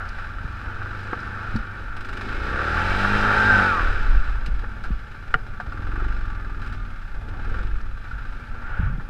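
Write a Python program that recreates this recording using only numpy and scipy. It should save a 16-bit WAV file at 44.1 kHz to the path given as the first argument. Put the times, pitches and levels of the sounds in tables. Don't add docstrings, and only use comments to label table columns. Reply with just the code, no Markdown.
import sys
import numpy as np
from scipy import signal
from scipy.fft import rfft, irfft, next_fast_len
from scipy.io import wavfile
from scipy.ndimage import uniform_filter1d

SR = 44100
rng = np.random.default_rng(int(sys.argv[2]) if len(sys.argv) > 2 else 0)


def rack_gain(trim_db):
    fader = np.asarray(trim_db, float)
    return 10 ** (fader / 20)


def store_pcm(level_fs):
    pcm = np.round(np.clip(level_fs, -1, 1) * 32767).astype(np.int16)
    wavfile.write(sys.argv[1], SR, np.atleast_2d(pcm).T)


N = 400869
T = np.arange(N) / SR

# (time [s], firing rate [Hz], load [0-1], pull [0-1], how hard each firing jolts the helmet)
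SPEED = [(0, 21, .8, .15), (.4, 21.2, .65, .15), (.95, 24.8, .8, .2), (1.5, 25.4, .8, .1),
         (1.85, 22.5, .5, .2), (2.33, 26, .75, .5), (2.75, 41.4, .85, .6), (3.69, 46.9, .8, .3),
         (4.1, 23.5, .65, .1), (4.5, 14, .2, .15), (5.4, 12.2, .4, .3), (5.65, 16.8, .75, .85),
         (6.06, 25.2, .92, .95), (6.3, 20.8, .88, .9), (6.82, 19.4, .88, .8), (7.2, 14.2, .4, .4),
         (7.66, 24.6, .9, .9), (8.0, 14.5, .55, .5), (9.09, 12.3, .2, .2)]
TOP_S, TOP_HZ, BEND_HZ_PER_S2, SHUT_S = 3.31, 52.3, 37, 3.69
# (time [s], clatter level [dB])
EFFORT = [(0, -34.5), (.5, -37), (1.5, -32), (1.68, -36.5), (2.05, -39.5), (2.3, -31.5), (3.0, -21.5),
          (3.6, -18.5), (3.8, -26), (4.55, -41.5), (5.55, -43.5), (6.05, -34.5), (6.35, -39.5), (7.2, -44),
          (7.4, -40), (7.56, -35.5), (7.7, -40), (7.9, -44), (8.15, -40.5), (9.0, -45.5)]
EFFORT_MID_DB = -35
# (time [s], intake opening [dB], exhaust pressure [dB])
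INTAKE = [(0, -8.5, -36.5), (.95, -4, -33.5), (1.4, -6, -31.5), (1.9, -6, -39), (2.22, 5.5, -37),
          (2.58, 2.5, -30.5), (2.72, 4.5, -32), (3.0, 8.5, -34), (3.32, 5, -28.5), (3.6, 7, -28),
          (3.74, 4.5, -33.5), (4.4, -1, -41), (5.4, -4, -40), (5.9, -5.5, -33.5), (6.75, -5, -32.5),
          (7.0, -4.5, -40), (7.55, -4, -32), (7.9, -4.5, -39.5)]
TREBLE_DB, TREBLE_PER_EFFORT, TREBLE_PER_INTAKE = -49, 0.79, 0.38
GROUND_DB = -35
# (time [s], extra level [dB], half length [s])
PATCHES = [(0.093, 4, 0.15), (0.386, 5, 0.12), (1.57, 13, 0.06), (1.956, 5, 0.17), (2.428, 8.5, 0.3),
           (2.798, 9, 0.12), (3.097, 10.5, 0.19), (3.558, 7, 0.28), (3.88, 12.5, 0.11), (4.144, 20, 0.15),
           (4.504, 13.5, 0.24), (4.895, 10, 0.11), (5.36, 7, 0.13), (5.85, 2, 0.14), (6.08, 10.5, 0.25),
           (6.719, 6.5, 0.76), (7.65, 11, 0.24), (7.933, 7.5, 0.048), (8.32, 9, 0.066), (8.527, 5.5, 0.034),
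           (8.8, 10, 0.21), (9.018, 9, 0.1)]
ORDER_LEVELS = [2, -5, 3, -2, -5, -5, 0, -1, -3, -1, -2, -2, 0, 0, -2, -4, -4, -3, -4, -4]
# (frequency [Hz], level [dB])
PIPE_RESPONSE = [(45, -34), (82, -1.5), (103, 1), (125, -5.5), (150, -14), (208, -2.5), (255, -6),
                 (310, -8), (350, -6.5), (420, -9), (480, -9), (575, -10.5), (650, -24), (705, -11.5),
                 (780, -15), (880, 2), (960, -15.5)]
# (frequency [Hz], density [dB per Hz])
RUMBLE_SPECTRUM = [(35, -37), (60, 6), (70, 7), (102, 2), (177, -10), (452, -18.5), (636, -24),
                   (884, -18.5), (1010, -26.5), (1100, -25.5), (1430, -44), (2420, -120)]
# (frequency [Hz], density [dB per Hz])
HEAVE_SPECTRUM = [(3.5, -41.5), (6.0, 3), (30, -3), (52, -5), (75, -65), (90, -9.5), (120, -43),
                  (200, -120)]
# (frequency [Hz], density [dB per Hz])
CLATTER_SPECTRUM = [(350, -19), (600, -13), (659, -14), (863, -8.5), (948, -12), (1040, -15.5), (1350, 1.5),
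                    (1560, -2), (2100, -18), (2470, -18.5), (4400, -29), (5110, -31.5), (6780, -42),
                    (9800, -54.5), (13500, -54.5), (15000, -77)]
# (frequency [Hz], width [Hz], boost [dB])
HOUSING_MODES = [(870, 33, 4.5), (1154, 38, 9), (1394, 155, 3), (1574, 96, 4.5), (1741, 46, 5.5),
                 (2430, 690, 3.5), (3970, 180, 6), (5040, 320, 5), (8140, 1200, 7), (8900, 300, -0.5),
                 (10630, 1060, 7.5), (13200, 900, 0)]
# (frequency at full revs [Hz], level re treble clatter [dB])
PANELS = [(1920, -7.5), (2290, -10), (2480, -11.5), (2700, -11), (3130, -16.5), (3630, -18), (3910, -20),
          (7540, -36)]
PANEL_DRIFT, PANEL_RISE, PANEL_WIDTH, PANEL_PATCHY_DB = .01, .1, .04, 2.5
# (time [s], peak [dB], treble re peak [dB], t60 [s])
PUFFS = [(0.1835, -22, -27, 0.032), (0.817, -20, -40, 0.035), (0.8586, -19.5, -43, 0.036),
         (1.1296, -12.5, -35, 0.058), (1.2024, -44, -14, 0.04), (1.3423, -30, -36, 0.04),
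         (1.5594, -22, -28, 0.032), (2.3864, -35, -24, 0.051), (3.046, -7, -30, 0.037),
         (4.4598, -31, -3, 0.051), (4.592, -29, -16, 0.042), (4.6398, -21.5, -35, 0.045),
         (4.7162, -29, -24, 0.028), (4.8382, -22, -21.5, 0.18), (5.1148, -35, -14, 0.043),
         (5.279, -35, -16, 0.045), (5.6004, -18, -27, 0.073), (5.802, -29, -40, .04),
         (6.083, -31, -40, 0.1), (6.103, -26, -40, .05), (6.125, -33, -42, 0.083), (6.164, -42, -40, .05),
         (6.203, -42, -40, 0.045), (7.0638, -49, -23, 0.04), (7.285, -37, -10, 0.067),
         (7.454, -45, -24, 0.031), (7.5455, -30, -28, 0.04), (7.8094, -51, -15, 0.04),
         (8.9979, -25.5, -36, 0.062)]
# (first time [s], first gap [s], gap ratio, firings)
RUNS = [
    (1.9655, .0407, 1.0, 7),
    (6.617, .044, 1.42, 3),
]
# (peak [dB], growth per firing [dB], treble re peak [dB], t60 [s])
RUN_STRENGTH = [(-27, 0.5, -14.5, 0.071), (-28, 0, -17.5, 0.16)]
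# (time [s], peak [dB])
PUTTS = [(5.662, -29.5), (5.7213, -25.5), (5.7729, -27), (5.821, -27), (5.868, -24), (5.9158, -25),
         (5.9565, -22.5), (5.999, -23), (6.0424, -24)]
PUTT_LAG_S, PUTT_HZ, PUTT_DB, PUTT_T60_S = 0.02, 290, -3, 0.049
RATTLE_PART, LOCK_S = .42, .4
# (time [s], peak [dB], pitch [Hz], t60 [s])
THUMPS = [(7.285, -34, 430, .05), (7.472, -38, 430, .08), (7.514, -36, 430, .08), (7.545, -36, 430, .08),
          (7.58, -37, 430, .08), (7.602, -35, 430, .08), (7.639, -39, 430, .08)]
# (time [s], peak [dB], pitch [Hz], t60 [s])
TICKS = [(0.0877, -36.5, 4450, 0.027), (1.043, -56, 3970, 0.05), (1.1295, -31, 2300, .02),
         (1.2022, -44, 4520, 0.041), (1.56, -34, 4300, 0.042), (4.46, -38, 3900, 0.066),
         (4.8364, -41.5, 4160, 0.05), (7.811, -51, 4730, 0.05)]
# (frequency re pitch, density [dB per Hz])
GRIT_SPECTRUM = [(0.61, -30), (0.97, 0), (1.18, -2), (1.5, -16), (2.5, -22)]
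# (time [s], peak [dB])
RAPS = [
    (5.3399, -.6),
    (5.3413, -5.5),
    (5.3456, -13),
    (5.351, -21),
    (5.3555, -21),
]
# (frequency [Hz], level [dB], t60 [s])
RAP_MODES = [(297, -20.5, 0.12), (447, -14, 0.096), (605, -35, 0.057), (750, -18.5, 0.095),
             (966, -14, 0.039), (1190, -1, 0.035), (1416, 9, 0.02), (1635, 2, 0.0088), (1830, 11, 0.013),
             (2270, -9, 0.014), (2950, 4, 0.0095), (4730, -21, 0.014), (5640, -24, 0.01)]
RAP_PEAK_S = .0028
# (frequency [Hz], density [dB per Hz])
CRACK_SPECTRUM = [(200, -19), (700, -34), (1500, 0.5), (3000, -8), (6000, -26), (9000, -48), (15000, -50)]
KNOCK_DB, KNOCK_SHORTER = -10, 0.39
# (time [s], peak [dB], pitch [Hz], t60 [s])
BUMPS = [(0.442, -20, 160, 0.039), (0.453, -22, 54, 0.09), (0.661, -20.5, 61, 0.17),
         (1.129, -15.5, 310, 0.026), (1.13, -28, 490, 0.054), (1.541, -10.5, 100, 0.068),
         (1.554, -13.5, 217, 0.11), (1.6, -17, 36, 0.07), (2.22, -26, 38, 0.78), (3.995, -14, 11.4, 2.8),
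         (4.483, -17, 164, 0.037), (4.494, -25, 56, 0.18), (4.637, -32, 470, 0.027),
         (4.904, -13, 164, 0.042), (4.916, -10, 46, 0.17), (5.351, -16, 132, 0.062),
         (5.6, -25.5, 710, 0.057), (5.601, -31, 840, 0.068), (5.672, -14, 52, 0.079),
         (8.13, -18.5, 46, 0.4), (8.691, -24, 23, 0.12), (8.792, -4, 49, 0.073), (8.799, -14, 163, 0.067),
         (8.829, -9, 85, .1), (8.858, -10, 50, 0.099), (8.869, -20, 127, 0.37), (8.899, -25, 190, 0.076),
         (8.928, -22.5, 156, 0.14), (8.981, -16, 145, 0.046)]
BUMP_ATTACK_TURNS = 0.47
# (time [s], mesh frequency [Hz], level [dB])
MESH = [(3.2, 1545, -40), (3.39, 1550, -21), (3.45, 1575, -22), (3.485, 1620, -17), (3.53, 1540, -17),
        (3.59, 1530, -19), (3.62, 1500, -25), (3.68, 1470, -20), (3.72, 1350, -22), (3.8, 1150, -29),
        (3.86, 1050, -50)]
# (ratio to the final drive, level [dB])
GEAR_PAIRS = [(1, 0), (.885, -8), (1.17, -20)]
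# (start [s], end [s], level [dB], rise [dB/s], fall [dB/s])
BELT_SWELL = (5.85, 6.85, -47, 50, 60)
BELT_HZ, BELT_IDLE_DB = 1193, -56.5
# (start [s], end [s], level [dB], rise [dB/s], fall [dB/s])
RUSH_SWELL = (8.71, 8.83, -34.5, 70, 90)
# (time [s], frequency [Hz])
WHISTLE = [
    (8.599, 1346),
    (8.72, 1427),
    (8.8, 1510),
    (8.9, 1440),
]
WHISTLE_DB, WHISTLE_WIDTH_HZ = -5.5, 90
# (frequency [Hz], wander [Hz], level [dB])
FAN = [(238, 12, -58), (553, 9, -65)]
# (frequency [Hz], level [dB])
WHINE = [(10643, -81.5), (10691, -92), (13189, -87.5)]
HISS_DB = -65.5
# (frequency [Hz], density [dB per Hz])
HISS_SPECTRUM = [(100, 11), (6000, -3.0), (12000, -13.5), (14500, -11), (15200, -28)]


def engine(hz, load, pull, db, treble_db, shake_db, exhaust_db, intake_db):
    phase = crank(hz)
    cycle, part = phase.astype(int), phase % 1
    size = uniform_filter1d(rack_gain(0.14 * rng.standard_normal(1000))[cycle], SR // 60)

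    angle = 2 * np.pi * phase
    stroke = size * (np.cos(angle) + .75 * np.cos(2 * angle) + .1 * np.cos(3 * angle))
    heave = rack_gain(2.5 * walk(7)) * shape(rng.standard_normal(N), HEAVE_SPECTRUM)
    steady = pull * np.clip(1.6 - hz / 45, 0, 1)
    shake = np.sqrt(steady) * 1.1 * stroke + np.sqrt(1 - steady) * heave

    chug = .4 + 1.2 * pull * np.clip(1 - hz / 50, 0, 1)
    rattle = np.exp(-((part + .58) % 1) / .2) + .5 * np.exp(-part / .1)
    gate = .75 - .25 * pull * (hz < 30) + chug * size * uniform_filter1d(rattle, SR // 400)

    low, high = split(shape(rng.standard_normal(N), RUMBLE_SPECTRUM), 181)
    high_db = intake_db - 1.5 - 0.047 * hz + 2 * walk(11)
    rumble = rack_gain(1.0 * walk(26)) * low + rack_gain(high_db) * gate * high
    exhaust = np.sqrt(load) * .7 * orders(hz, phase, intake_db) + np.sqrt(1 - load) * rumble

    body, treble = split(shape(gate * rng.standard_normal(N), CLATTER_SPECTRUM, HOUSING_MODES))
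    clatter = rack_gain(db - 2.0 + 1.14 * walk(17)) * body
    clatter = clatter + rack_gain(treble_db - 0.5 + 0.79 * walk(16)) * treble
    return clatter + panels(hz, treble_db) + rack_gain(shake_db) * shake + rack_gain(exhaust_db - 1.5) * exhaust


def ride():
    hz, load, pull = curves(SPEED)
    db, = curves(EFFORT)
    intake_db, exhaust_db = curves(INTAKE)
    big_rev = TOP_HZ - BEND_HZ_PER_S2 * (T - TOP_S) ** 2
    hz = np.maximum(hz, big_rev * (T < SHUT_S))
    treble_db = TREBLE_DB + TREBLE_PER_EFFORT * (db - EFFORT_MID_DB) + TREBLE_PER_INTAKE * intake_db
    shake_db = GROUND_DB + sum(extra_db * np.exp(-((T - s) / half) ** 2) for s, extra_db, half in PATCHES)
    return hz, load, pull, db, treble_db, shake_db, exhaust_db, intake_db


def crank(hz):
    phase = .3 + np.cumsum(hz * (1 + .003 * walk(20))) / SR
    first, gap, _, count = RUNS[0]
    s = np.r_[first + gap * np.arange(count), np.transpose(PUTTS)[0]]
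    error = (RATTLE_PART - phase[(s * SR).astype(int)] + .5) % 1 - .5
    slip = np.unwrap(error, period=1)
    return phase + np.interp(T, np.r_[s[0] - LOCK_S, s], np.r_[0, slip])


def orders(hz, phase, intake_db, count=8):
    hz, phase, intake_db = hz[::count], phase[::count], intake_db[::count]
    pipe_hz, pipe_db = np.transpose(PIPE_RESPONSE)
    pipe = 0
    for order, order_db in enumerate(ORDER_LEVELS, 2):
        pitch = order * hz
        db = order_db + np.interp(np.log(pitch), np.log(pipe_hz), pipe_db)
        db = db + intake_db * np.clip(np.log2(pitch / 110), 0, 1)
        db = db - np.clip((38 - hz) * .3, 0, 6) * np.clip(pitch / 130 - 1, 0, 1)
        db = db + 2.4 * walk(9 * count)[:len(hz)]
        jitter = .006 * order * walk(12 * count)[:len(hz)]
        turns = order * phase + min(order / 14, 1) * rng.random() + jitter
        pipe = pipe + rack_gain(db) * np.cos(2 * np.pi * turns)
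    return signal.resample_poly(pipe, count, 1)[:N]


def panels(hz, treble_db):
    out = 0
    for top_hz, db in PANELS:
        pitch = top_hz * (1 + PANEL_RISE * (hz / TOP_HZ - 1) + PANEL_DRIFT * walk(3))
        buzz = narrow_noise(np.cumsum(pitch) / SR, PANEL_WIDTH * top_hz)
        out = out + rack_gain(db + PANEL_PATCHY_DB * walk(7)) * buzz
    return rack_gain(treble_db) * out


def hard_firings():
    rows = list(PUFFS) + [(s, db - 0.5, -38, .06) for s, db in PUTTS]
    for (s, gap, ratio, count), (db, growth_db, treble_db, t60) in zip(RUNS, RUN_STRENGTH):
        for k in range(count):
            rows.append((s, db + k * growth_db, treble_db, t60))
            s += gap * ratio ** k
    return rows


def puffs():
    out, t = np.zeros(N), np.arange(SR // 8) / SR
    body, treble = split(shape(rng.standard_normal(N), CLATTER_SPECTRUM, HOUSING_MODES))
    edge = np.diff(treble, prepend=0)
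    treble = treble + .3 * edge / np.std(edge)
    body = body / np.sqrt(uniform_filter1d(body ** 2, SR // 150) + .1)
    for s, db, treble_db, t60 in hard_firings():
        i = min(int(s * SR), N - len(t))
        gust = body[i:i + len(t)] + rack_gain(treble_db + 5.5) * treble[i:i + len(t)]
        knock = 0
        for hz, mode_db, ring in RAP_MODES[3:10]:
            pitch = hz * (1 + 0.034 * rng.standard_normal())
            knock = knock + rack_gain(mode_db / 2) * fade(t, KNOCK_SHORTER * ring) * np.sin(2 * np.pi * pitch * t)
        gust = fade(np.maximum(t - .006, 0), t60) * gust + rack_gain(KNOCK_DB) * knock
        add(out, s, rack_gain(db - 10.5) * np.minimum(t / 0.0008, 1) * gust)
    return out


def ticks():
    out, t = np.zeros(N), np.arange(SR // 8) / SR
    rows = list(TICKS) + [(s, db + 2, hz * 1.04, t60) for s, db, hz, t60 in THUMPS]
    rows += [(s + PUTT_LAG_S, db + PUTT_DB, PUTT_HZ, PUTT_T60_S) for s, db in PUTTS]
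    for s, db, hz, t60 in rows:
        grit = shape(rng.standard_normal(len(t)), [(ratio * hz, level) for ratio, level in GRIT_SPECTRUM])
        envelope = np.minimum(t / 0.00093, 1) * fade(np.maximum(t - .004, 0), t60)
        add(out, s, rack_gain(db - 9.0) * envelope * grit)
    return out


def raps():
    out, t = np.zeros(N), np.arange(SR // 5) / SR
    ring = sum(rack_gain(db) * fade(t, t60) * np.cos(2 * np.pi * hz * (t - RAP_PEAK_S)) for hz, db, t60 in RAP_MODES)
    ring = ring * (1 - np.exp(-(t / 0.0022) ** 3))
    ring = ring / np.max(np.abs(ring))
    for s, db in RAPS:
        crack = shape(rng.standard_normal(len(t)), CRACK_SPECTRUM)
        crack = np.minimum(t / 0.00046, 1) * fade(t, 0.02) * crack
        add(out, s, rack_gain(db) * (ring + rack_gain(-22.5) * crack))
    return out


def bumps():
    out, t = np.zeros(N), np.arange(SR // 3) / SR
    for s, db, hz, t60 in BUMPS:
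        turns = hz * (t + 0.0021 * (1 - np.exp(-t / 0.077)))
        attack = np.sin(np.pi / 2 * np.minimum(t * max(hz, 100) / BUMP_ATTACK_TURNS, 1)) ** 2
        envelope = attack * fade(t, t60) * np.cos(np.pi / 2 * t / t[-1])
        add(out, s, rack_gain(db - 2.5) * envelope * np.sin(2 * np.pi * turns))
    return out


def drive():
    s, hz, db = np.transpose(MESH)
    turns = np.cumsum(np.interp(T, s, hz) * (1 + .004 * walk(40))) / SR
    gears = sum(rack_gain(g + 1.5 * walk(25)) * np.sin(2 * np.pi * ratio * turns) for ratio, g in GEAR_PAIRS)
    return rack_gain(np.interp(T, s, db, left=-120, right=-120) + 2) * gears


def belt():
    turns = np.cumsum(BELT_HZ + 20 * walk(25)) / SR
    return rack_gain(np.maximum(swell(*BELT_SWELL), BELT_IDLE_DB) + 3 * walk(30)) * np.sin(2 * np.pi * turns)


def rush():
    body = split(shape(rng.standard_normal(N), CLATTER_SPECTRUM, HOUSING_MODES), 3600)[0]
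    whistle = narrow_noise(np.cumsum(curves(WHISTLE)[0]) / SR, WHISTLE_WIDTH_HZ)
    return rack_gain(swell(*RUSH_SWELL) - 1.0 + 1.0 * walk(12)) * (body + rack_gain(WHISTLE_DB) * whistle)


def tones():
    out = np.zeros(N)
    for hz, wander, db in FAN:
        turns = np.cumsum(hz + wander * walk(2.5)) / SR
        out += rack_gain(db + 4.0 * walk(6)) * np.sin(2 * np.pi * turns)
    for hz, db in WHINE:
        out += rack_gain(db + 3 + .8 * walk(9)) * np.sin(2 * np.pi * (hz * T + .2 * walk(25)))
    return out


def shape(x, points, boosts=()):
    size = next_fast_len(len(x))
    f = np.maximum(np.arange(size // 2 + 1) * SR / size, 1)
    hz, db = np.transpose(points)
    db = np.interp(np.log(f), np.log(hz), db, left=-120, right=-120)
    db = db + sum(boost_db / (1 + (2 * (f - c) / w) ** 2) for c, w, boost_db in boosts)
    y = irfft(rfft(x, size) * rack_gain(db), size)[:len(x)]
    return y / np.std(y)


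def split(x, hz=2150):
    low = signal.sosfiltfilt(signal.butter(4, hz, fs=SR, output="sos"), x)
    return low / np.std(low), (x - low) / np.std(x - low)


def walk(rate):
    k = int(SR / rate)
    held = np.repeat(rng.standard_normal(N // k + 1), k)
    return 1.3 * uniform_filter1d(uniform_filter1d(held, k), k)[:N]


def narrow_noise(turns, width):
    return walk(width) * np.sin(2 * np.pi * turns) + walk(width) * np.cos(2 * np.pi * turns)


def curves(table):
    s, *columns = np.transpose(table)
    return [np.interp(T, s, column) for column in columns]


def swell(start, end, db, rise, fall):
    return db - rise * np.maximum(start - T, 0) - fall * np.maximum(T - end, 0)


def fade(t, t60):
    return np.exp(-np.log(1000) * t / max(t60, .004))


def add(out, s, sound):
    i = int(s * SR)
    out[i:i + len(sound)] += sound[:N - i]


def scene():
    knocks = puffs() + ticks() + raps() + bumps()
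    return (engine(*ride()) + knocks + drive() + belt() + rush() + tones())[None]


def low_pass(x):
    return signal.sosfilt(signal.butter(12, 15170, fs=SR, output="sos"), x)


def record(dry):
    hiss = rack_gain(HISS_DB) * shape(rng.standard_normal(N), HISS_SPECTRUM)
    heard = signal.sosfilt(signal.butter(6, 15200, fs=SR, output="sos"), dry + hiss)
    return low_pass(np.clip(heard, -1, 1))


dry = scene()
out = record(dry)
store_pcm(out)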